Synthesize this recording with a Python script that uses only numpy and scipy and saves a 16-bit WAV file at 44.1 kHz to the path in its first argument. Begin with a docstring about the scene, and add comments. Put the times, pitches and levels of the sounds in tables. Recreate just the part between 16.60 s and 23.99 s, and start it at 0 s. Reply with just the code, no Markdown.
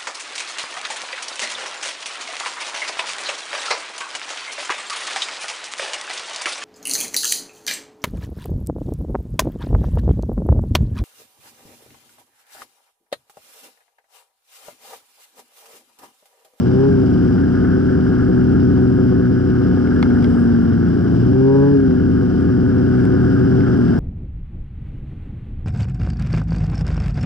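"""A two-stroke twin snowmobile creeps along a forest trail, heard from the rider's helmet.
It opens with a short squeeze of throttle, then fires unevenly and burbles while clutch and engine case
clatter and the track hisses through snow. Twigs snap against skis and hood, the loudest at 3.4 s, and
branches begin to swish past. After 4 s the engine sags and lugs; near 5 s a second squeeze makes it
rise and run clean, then it burbles on through more twigs."""
import sys
import numpy as np
from scipy.fft import rfft, irfft, next_fast_len
from scipy.io import wavfile
from scipy.ndimage import uniform_filter1d, minimum_filter1d

SR = 44100
rng = np.random.default_rng(int(sys.argv[2]) if len(sys.argv) > 2 else 0)


def dump_mix(stems):
    """Bounce the given channels to the path in sys.argv[1] as a 16-bit WAV at rate SR."""
    frames = np.atleast_2d(stems).T  # one column per channel
    limited = np.clip(frames, -1, 1)  # hard clip at full scale
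    pcm = np.round(limited * 32767).astype(np.int16)
    wavfile.write(sys.argv[1], SR, pcm)


N = 325899
TIME = np.arange(N) / SR
SIZE = next_fast_len(N + SR // 2)  # FFT length, with room for ringing tails
FREQS = np.maximum(np.arange(SIZE // 2 + 1) * SR / SIZE, 1)
CRUISE_OPENING = 0.28  # throttle that just keeps the sled creeping along
# resonances of exhaust pipe and air box: (frequency [Hz], width [Hz], level [dB])
PIPE_MODES = [(91, 40, 2), (147.8, 69.6, -0.5), (178.3, 27.9, 4.5), (273.2, 25.3, 3), (404.9, 20.6, -5)]


def exhaust_note(cycle, speed, throttle, pull, waver_db=1.0):
    """The pitched core: throttle sets each harmonic; low ones swell as they meet a pipe resonance."""
    # low harmonics entering the pipe: (firing multiple, shut [dB], cruising [dB], wide open [dB])
    low_harmonics = [(1, -36, -16.5, -13), (2, -11, -20, -17.5), (3, -16.5, -11.5, -7.5)]
    # upper harmonics: (firing multiple, coasting [dB], full pull [dB])
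    upper_harmonics = [(4, -40, -30.5), (5, -52.5, -56.5), (6, -52, -36), (7, -62.5, -36),
                       (8, -62.5, -43.5), (9, -58.5, -52.5), (10, -56.5, -54.5), (11, -67, -51),
                       (12, -60, -57)]
    pipe = resonances(PIPE_MODES)
    pipe_gain, pipe_phase = np.abs(pipe), np.unwrap(np.angle(pipe))
    steady_speed = uniform_filter1d(speed, size=8192)
    note = 0
    for k, *levels_db in low_harmonics:
        hz = k * steady_speed
        drive = from_db(np.interp(throttle, [0, CRUISE_OPENING, 1], levels_db))
        phase = 2 * np.pi * k * cycle + np.interp(hz, FREQS, pipe_phase)
        note += drive * np.interp(hz, FREQS, pipe_gain) * np.cos(phase)
    for k, coast_db, pull_db in upper_harmonics:
        level_db = coast_db + (pull_db - coast_db) * pull + waver_db * (1.5 - pull) * drift(7)
        note += from_db(level_db) * np.cos(2 * np.pi * k * cycle)
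    return np.sqrt(2) * note


def burble(fired, speed, pull, swap_chance=.71, imbalance=.41, uneven=.47):
    """Each cylinder tends to burn every other turn and slips out of step at random; the pipe rings."""
    turns = len(fired) // 2 + 1
    flips = np.where(rng.random((turns, 2)) < swap_chance, -1, 1)
    bias = imbalance * np.array([1, -1])  # one cylinder is stronger
    burns = (np.cumprod(flips, axis=0) + bias).ravel()[:len(fired)]
    burns += uneven * rng.standard_normal(len(fired))
    muffler = 1 / (1 + (FREQS / 470) ** 10) / (1 + (58 / FREQS) ** 4)
    ring = rms_one(filtered(clicks(fired, burns), resonances(PIPE_MODES) * muffler))
    level_db = -15.5 - 5.5 * pull + .015 * (speed - speed.mean())  # misfiring fades under pull
    return from_db(level_db) * ring


def lugging(cycle, speed, slowest_db=-21, waver_db=4.0):
    """At its slowest the engine fires strong-weak, and the pipe booms between harmonics 1 and 2."""
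    level_db = slowest_db - .85 * (speed - speed.min()) + waver_db * drift(12)
    return from_db(level_db) * np.sqrt(2) * np.cos(3 * np.pi * cycle + .5 * drift(6))


def even_swings(pressure, fast_hz=44, slow_hz=3, amount=.59):
    """The pipe's pressure swings stay near one height from turn to turn while their shape changes."""
    fast_power, slow_power = (filtered(pressure ** 2, np.exp(-(FREQS / hz) ** 2)) + 1e-4
                              for hz in (fast_hz, slow_hz))
    return pressure * (slow_power / fast_power) ** amount


def rasp(cycle, pull, level_db=-50.5, throb=.7):
    """Under throttle each firing ends in a puff of turbulent gas."""
    # band of gas tearing out of the pipe: (frequency [Hz], width [Hz], level [dB])
    gas_band = [(840, 750, 0)]
    puffs = stereo_noise(alike=1.0) * (1 + throb * np.cos(2 * np.pi * cycle))
    return from_db(level_db) * pull * rms_one(filtered(puffs, resonances(gas_band) ** 2))


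def clatter(cycle, fired, clutch_db, imbalance=.24, uneven=.37, throb=.046, flutter_db=2.5):
    """Pistons knock on the case at each firing; the clutch rattles in step with them."""
    # engine case resonances: (frequency [Hz], width [Hz], level [dB])
    case_modes = [(1228, 13, -6.5), (1392, 98, 0.5), (1575, 310, -3.5)]
    # tone of the clutch rattle: (frequency [Hz], relative level [dB])
    rattle_spectrum = [(700, -28.5), (1080, -8), (1250, 1.5), (1480, 7.5), (1650, 5.5), (1800, -8.5),
                       (1950, -15), (2120, -13.5), (2400, -39.5), (4000, -98.5)]
    hits = 1 + imbalance * (-1) ** np.arange(len(fired)) + uneven * rng.standard_normal(len(fired))
    case = resonances(case_modes) / (1 + (FREQS / 1850) ** 12) / (1 + (900 / FREQS) ** 4)
    knocks = rms_one(filtered(clicks(fired, hits), case))
    shake = (1 + throb * np.cos(2 * np.pi * cycle)) * from_db(flutter_db * drift(32))
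    rattle = coloured(stereo_noise(alike=.95) * shake, rattle_spectrum)
    return from_db(clutch_db) * (from_db(-6) * knocks + from_db(-1.4) * rattle)


def whine(cycle, clutch_db, slip_rad=.45):
    """The clutch sings at multiples of the crank's turn, unsteadily as the belt slips."""
    # clutch partials: (firing multiple, relative level [dB])
    partials = [(10, -10), (11.5, -1), (12, -2), (12.5, -3), (13.5, -7)]
    tones = sum(from_db(db) * np.cos(2 * np.pi * k * cycle + slip_rad * drift(20)) for k, db in partials)
    level_db = -51 + 1.3 * (clutch_db - clutch_db.mean())  # swells with the clatter
    return from_db(level_db) * tones


def chassis(cycle, drag_db, pull, air_db=-29, frame_db=-35.5, settle_db=10, throb=.06):
    """Intake air rushes in pulses over the shaking frame, which settles when the engine pulls clean."""
    # tone of the intake rush: (frequency [Hz], relative level [dB])
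    intake_spectrum = [(40, -17), (150, 5.5), (400, 6.5), (490, -3.5), (760, -7), (1050, -16.5),
                       (1400, -18), (2500, -69.5)]
    # low shudder of the frame: (frequency [Hz], relative level [dB])
    frame_spectrum = [(10, -9.5), (25, -7), (40, 16.5), (55, 3), (90, 15), (200, -49.5)]
    pulsing = 1 + throb * np.cos(2 * np.pi * cycle)
    air = coloured(stereo_noise(alike=.64) * pulsing, intake_spectrum)
    frame = coloured(stereo_noise(alike=.85), frame_spectrum)
    return from_db(air_db + drag_db) * air + from_db(frame_db - settle_db * pull) * frame


def track(cycle, drag_db, rails_db=-51.5, snow_db=-66.5, throb=.1, grain_db=1):
    """The track scrapes over its rails, shaken once a turn, and the skis throw up grainy snow."""
    # scrape of the rails: (frequency [Hz], relative level [dB])
    rail_spectrum = [(1290, -40), (2200, 1.5), (2500, -3.5), (2780, 2), (3030, 4), (3190, 2.5), (3440, -4),
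                     (4110, -5), (4520, -5.5), (4890, 2), (5330, 2.5), (5740, -1.5), (6340, -11.5),
                     (8670, -5), (10800, -54.5), (14000, -59), (22000, -120)]
    # hiss of the snow spray: (frequency [Hz], relative level [dB])
    spray_spectrum = [(4000, -21.5), (6000, -4), (6700, 3.5), (7700, 2.5), (8600, 3), (9300, -3.5),
                      (10500, -10), (12000, -14.5)]
    shake = (1 + throb * np.cos(np.pi * cycle)) * from_db(grain_db * drift(48))
    tunnel = 1 / (1 + (FREQS / 6500) ** 14)
    rails = rms_one(filtered(stereo_noise(alike=.38) * shake, from_db(at_hz(rail_spectrum)) * tunnel))
    snow = coloured(stereo_noise(alike=.31) * from_db(1.5 * drift(300)), spray_spectrum)
    return from_db(rails_db + .54 * drag_db) * rails + from_db(snow_db + .7 * drag_db) * snow


def twigs():
    """Each twig breaks in a burst of a few ms that knocks on the hood and cracks in the treble."""
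    # twigs hitting the sled: (time [s], burst level [dB], brightness [dB], decay [s])
    snaps = [(.6487, -37, -14, .002), (2.0193, -37, -22, .002), (3.273, -37, -22, .002),
             (3.4275, -15.5, -25, .002), (3.5034, -40, -22, .005), (3.625, -39, -16, .012),
             (3.642, -26, -26, .004), (6.3969, -38, -20, .002), (6.4528, -34, -10, .002),
             (7.006, -33, -22, .003), (7.1744, -45, -7, .003), (7.2526, -36, -20, .002),
             (7.282, -35, -24, .002)]
    # resonances of hood and skis: (frequency [Hz], width [Hz], level [dB])
    hood_modes = [(780, 170, 8), (1350, 400, 6), (2150, 170, 7), (3300, 450, -2), (5400, 900, -12)]
    knock, crack = np.zeros(N), np.zeros(N)
    for start, db, bright_db, decay_s in snaps:
        burst = (TIME >= start) * np.exp(-np.minimum(np.abs(TIME - start) / decay_s, 20))
        knock += from_db(db) * burst
        crack += from_db(db + bright_db) * burst
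    knock = filtered(knock * stereo_noise(alike=.7), 2.4 * resonances(hood_modes))
    crack = filtered(crack * stereo_noise(alike=.6), 1.6 * resonances([(7000, 5000, 0)]))
    return knock + crack


def branches():
    """Thin branches swish over the hood, each swelling and fading."""
    # passing branches: (centre time [s], length [s], peak level [dB])
    swishes = [(3.76, .22, -64), (5.809, .12, -70), (6.397, 0.15, -68)]
    grains = stereo_noise(alike=.5) * from_db(2 * drift(200))
    hiss = rms_one(filtered(grains, resonances([(8500, 3500, 0)]) ** 2))
    swells = sum(from_db(db) * np.exp(-(2 * (TIME - s) / length) ** 2) for s, length, db in swishes)
    return swells * hiss


def from_db(db):
    """Decibels to gain."""
    return 10 ** (np.asarray(db) / 20)


def rms_one(x):
    """Scale to unit rms."""
    return x / np.sqrt(np.mean(x ** 2) + 1e-20)


def in_time(rows):
    """A (time, value) curve at every sample."""
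    return np.interp(TIME, *np.transpose(rows))


def at_hz(points):
    """A (frequency, value) curve read on a log-frequency axis."""
    hz, value = np.transpose(points)
    return np.interp(np.log(FREQS), np.log(hz), value)


def filtered(x, response):
    """Pass x through a frequency response."""
    return irfft(rfft(x, SIZE) * response, SIZE)[..., :N]


def coloured(noise, spectrum):
    """Noise shaped by an EQ curve in dB, at unit rms."""
    return rms_one(filtered(noise, from_db(at_hz(spectrum))))


def resonances(modes):
    """Response of parallel resonances (Hz, width in Hz, dB) with alternating signs."""
    return sum((-1) ** k * from_db(db) / (1 + 1j * (FREQS ** 2 - hz ** 2) / (FREQS * width))
               for k, (hz, width, db) in enumerate(modes))


def drift(rate_hz):
    """Smooth random wander at unit rms."""
    return rms_one(filtered(rng.standard_normal(N), 1 / (1 + (FREQS / rate_hz) ** 2)))


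def stereo_noise(alike):
    """White noise, from wide (alike=0) to mono (alike=1)."""
    shared, own = rng.standard_normal(N), rng.standard_normal((2, N))
    return np.sqrt(alike) * shared + np.sqrt(1 - alike) * own


def clicks(samples, sizes):
    """Impulses at the given samples."""
    return np.bincount(samples, sizes, N)[:N]


def scene():
    """The crank paces engine, clutch and track; the mix reaches each side at its own phase and level."""
    # engine speed: (time [s], rate [firings/s])
    speed_curve = [(0, 116), (.26, 137.5), (.48, 124), (.76, 119.8), (1.2, 126), (1.55, 123.9), (2.15, 125),
                   (3.5, 121.8), (4.05, 116.2), (4.57, 114.3), (4.78, 131.8), (5.11, 141), (5.33, 125.3),
                   (5.75, 122.2), (6.35, 125), (6.6, 123), (6.96, 127), (7.39, 116)]
    # throttle, squeezed twice: (time [s], opening [0-1])
    throttle_curve = [(0, 0), (0.089, 0.38), (.13, 0.43), (0.251, 0.9), (0.298, 0.27), (.55, 0.2),
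                      (1.001, 0.19), (2.999, 0.24), (3.45, 0.08), (4.02, 0.03), (4.3, 0.2), (4.72, 0.31),
                      (4.9, 1), (5.12, 0.8), (5.17, 0.16), (5.949, 0.21), (6.55, 0.25), (7.05, 0.31),
                      (7.39, 0.04)]
    # clutch and case clatter: (time [s], level [dB])
    clutch_curve = [(0, -42), (.7, -39.5), (1.0, -35.5), (2.35, -40), (3.35, -36.5), (4.4, -38),
                    (4.75, -41.5), (5.75, -40), (6.8, -35), (7.39, -38)]
    # how hard the sled drags through the snow: (time [s], level about the usual [dB])
    drag_curve = [(0, 3), (1.0, 0), (2.0, 0.1), (2.7, -2), (3.6, 2.5), (4.2, -1.5), (4.6, 1.5), (5.5, -2.5),
                  (6.05, -1.5), (6.45, 1.5), (7.39, 3)]
    # stereo phase at the helmet: (frequency [Hz], left lead [rad])
    side_phase = [(20, .4), (86, .69), (172, .96), (258, 1.15), (387, 1.38), (600, 1.7), (1030, .9),
                  (1460, 1.05), (2070, -.2), (3000, .7), (4100, 1.8), (5200, -.7), (6900, -1.4), (8600, 0)]
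    # stereo balance at the helmet: (frequency [Hz], left minus right [dB])
    side_balance = [(30, -.5), (80, .6), (150, 1.4), (400, 1.6), (650, 2.4), (960, 3), (1450, 1.9),
                    (2100, -1), (2700, 4), (3400, 0), (4100, -3), (4700, 0), (5400, -2), (6600, 2),
                    (8000, -.5)]
    speed, throttle = in_time(speed_curve), in_time(throttle_curve)
    clutch_db, drag_db = in_time(clutch_curve), in_time(drag_curve)
    pull = np.interp(throttle, [CRUISE_OPENING, 1], [0, 1])  # share of the throttle beyond cruising
    cycle = np.cumsum(speed * (1 + .002 * drift(15))) / SR  # counts firings, two to a crank turn
    fired = np.flatnonzero(np.diff(np.floor(cycle)))  # sample of each firing
    pipe = burble(fired, speed, pull) + exhaust_note(cycle, speed, throttle, pull)
    pipe += lugging(cycle, speed)
    engine = even_swings(pipe) + rasp(cycle, pull)
    drive = clatter(cycle, fired, clutch_db) + whine(cycle, clutch_db)
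    sled = engine + drive + chassis(cycle, drag_db, pull) + track(cycle, drag_db) + twigs() + branches()
    side = np.array([[.5], [-.5]])
    return filtered(sled, from_db(side * at_hz(side_balance)) * np.exp(1j * side * at_hz(side_phase)))


def record(dry):
    """A fast limiter catches the highest peaks; a steep low-pass cuts the top."""
    boost_db, ceiling, release_db_per_s, cutoff_hz = .7, .58, 200, 10900
    loud = dry * from_db(boost_db)
    over_db = 20 * np.log10(np.maximum(np.abs(loud).max(axis=0) / ceiling, 1))
    held_db = np.maximum.accumulate(over_db + release_db_per_s * TIME) - release_db_per_s * TIME
    gain_db = uniform_filter1d(minimum_filter1d(-held_db, size=221), size=221)  # eased over 5 ms
    return filtered(loud * from_db(gain_db), 1 / np.sqrt(1 + (FREQS / cutoff_hz) ** 160))


dry = scene()
out = record(dry)
dump_mix(out)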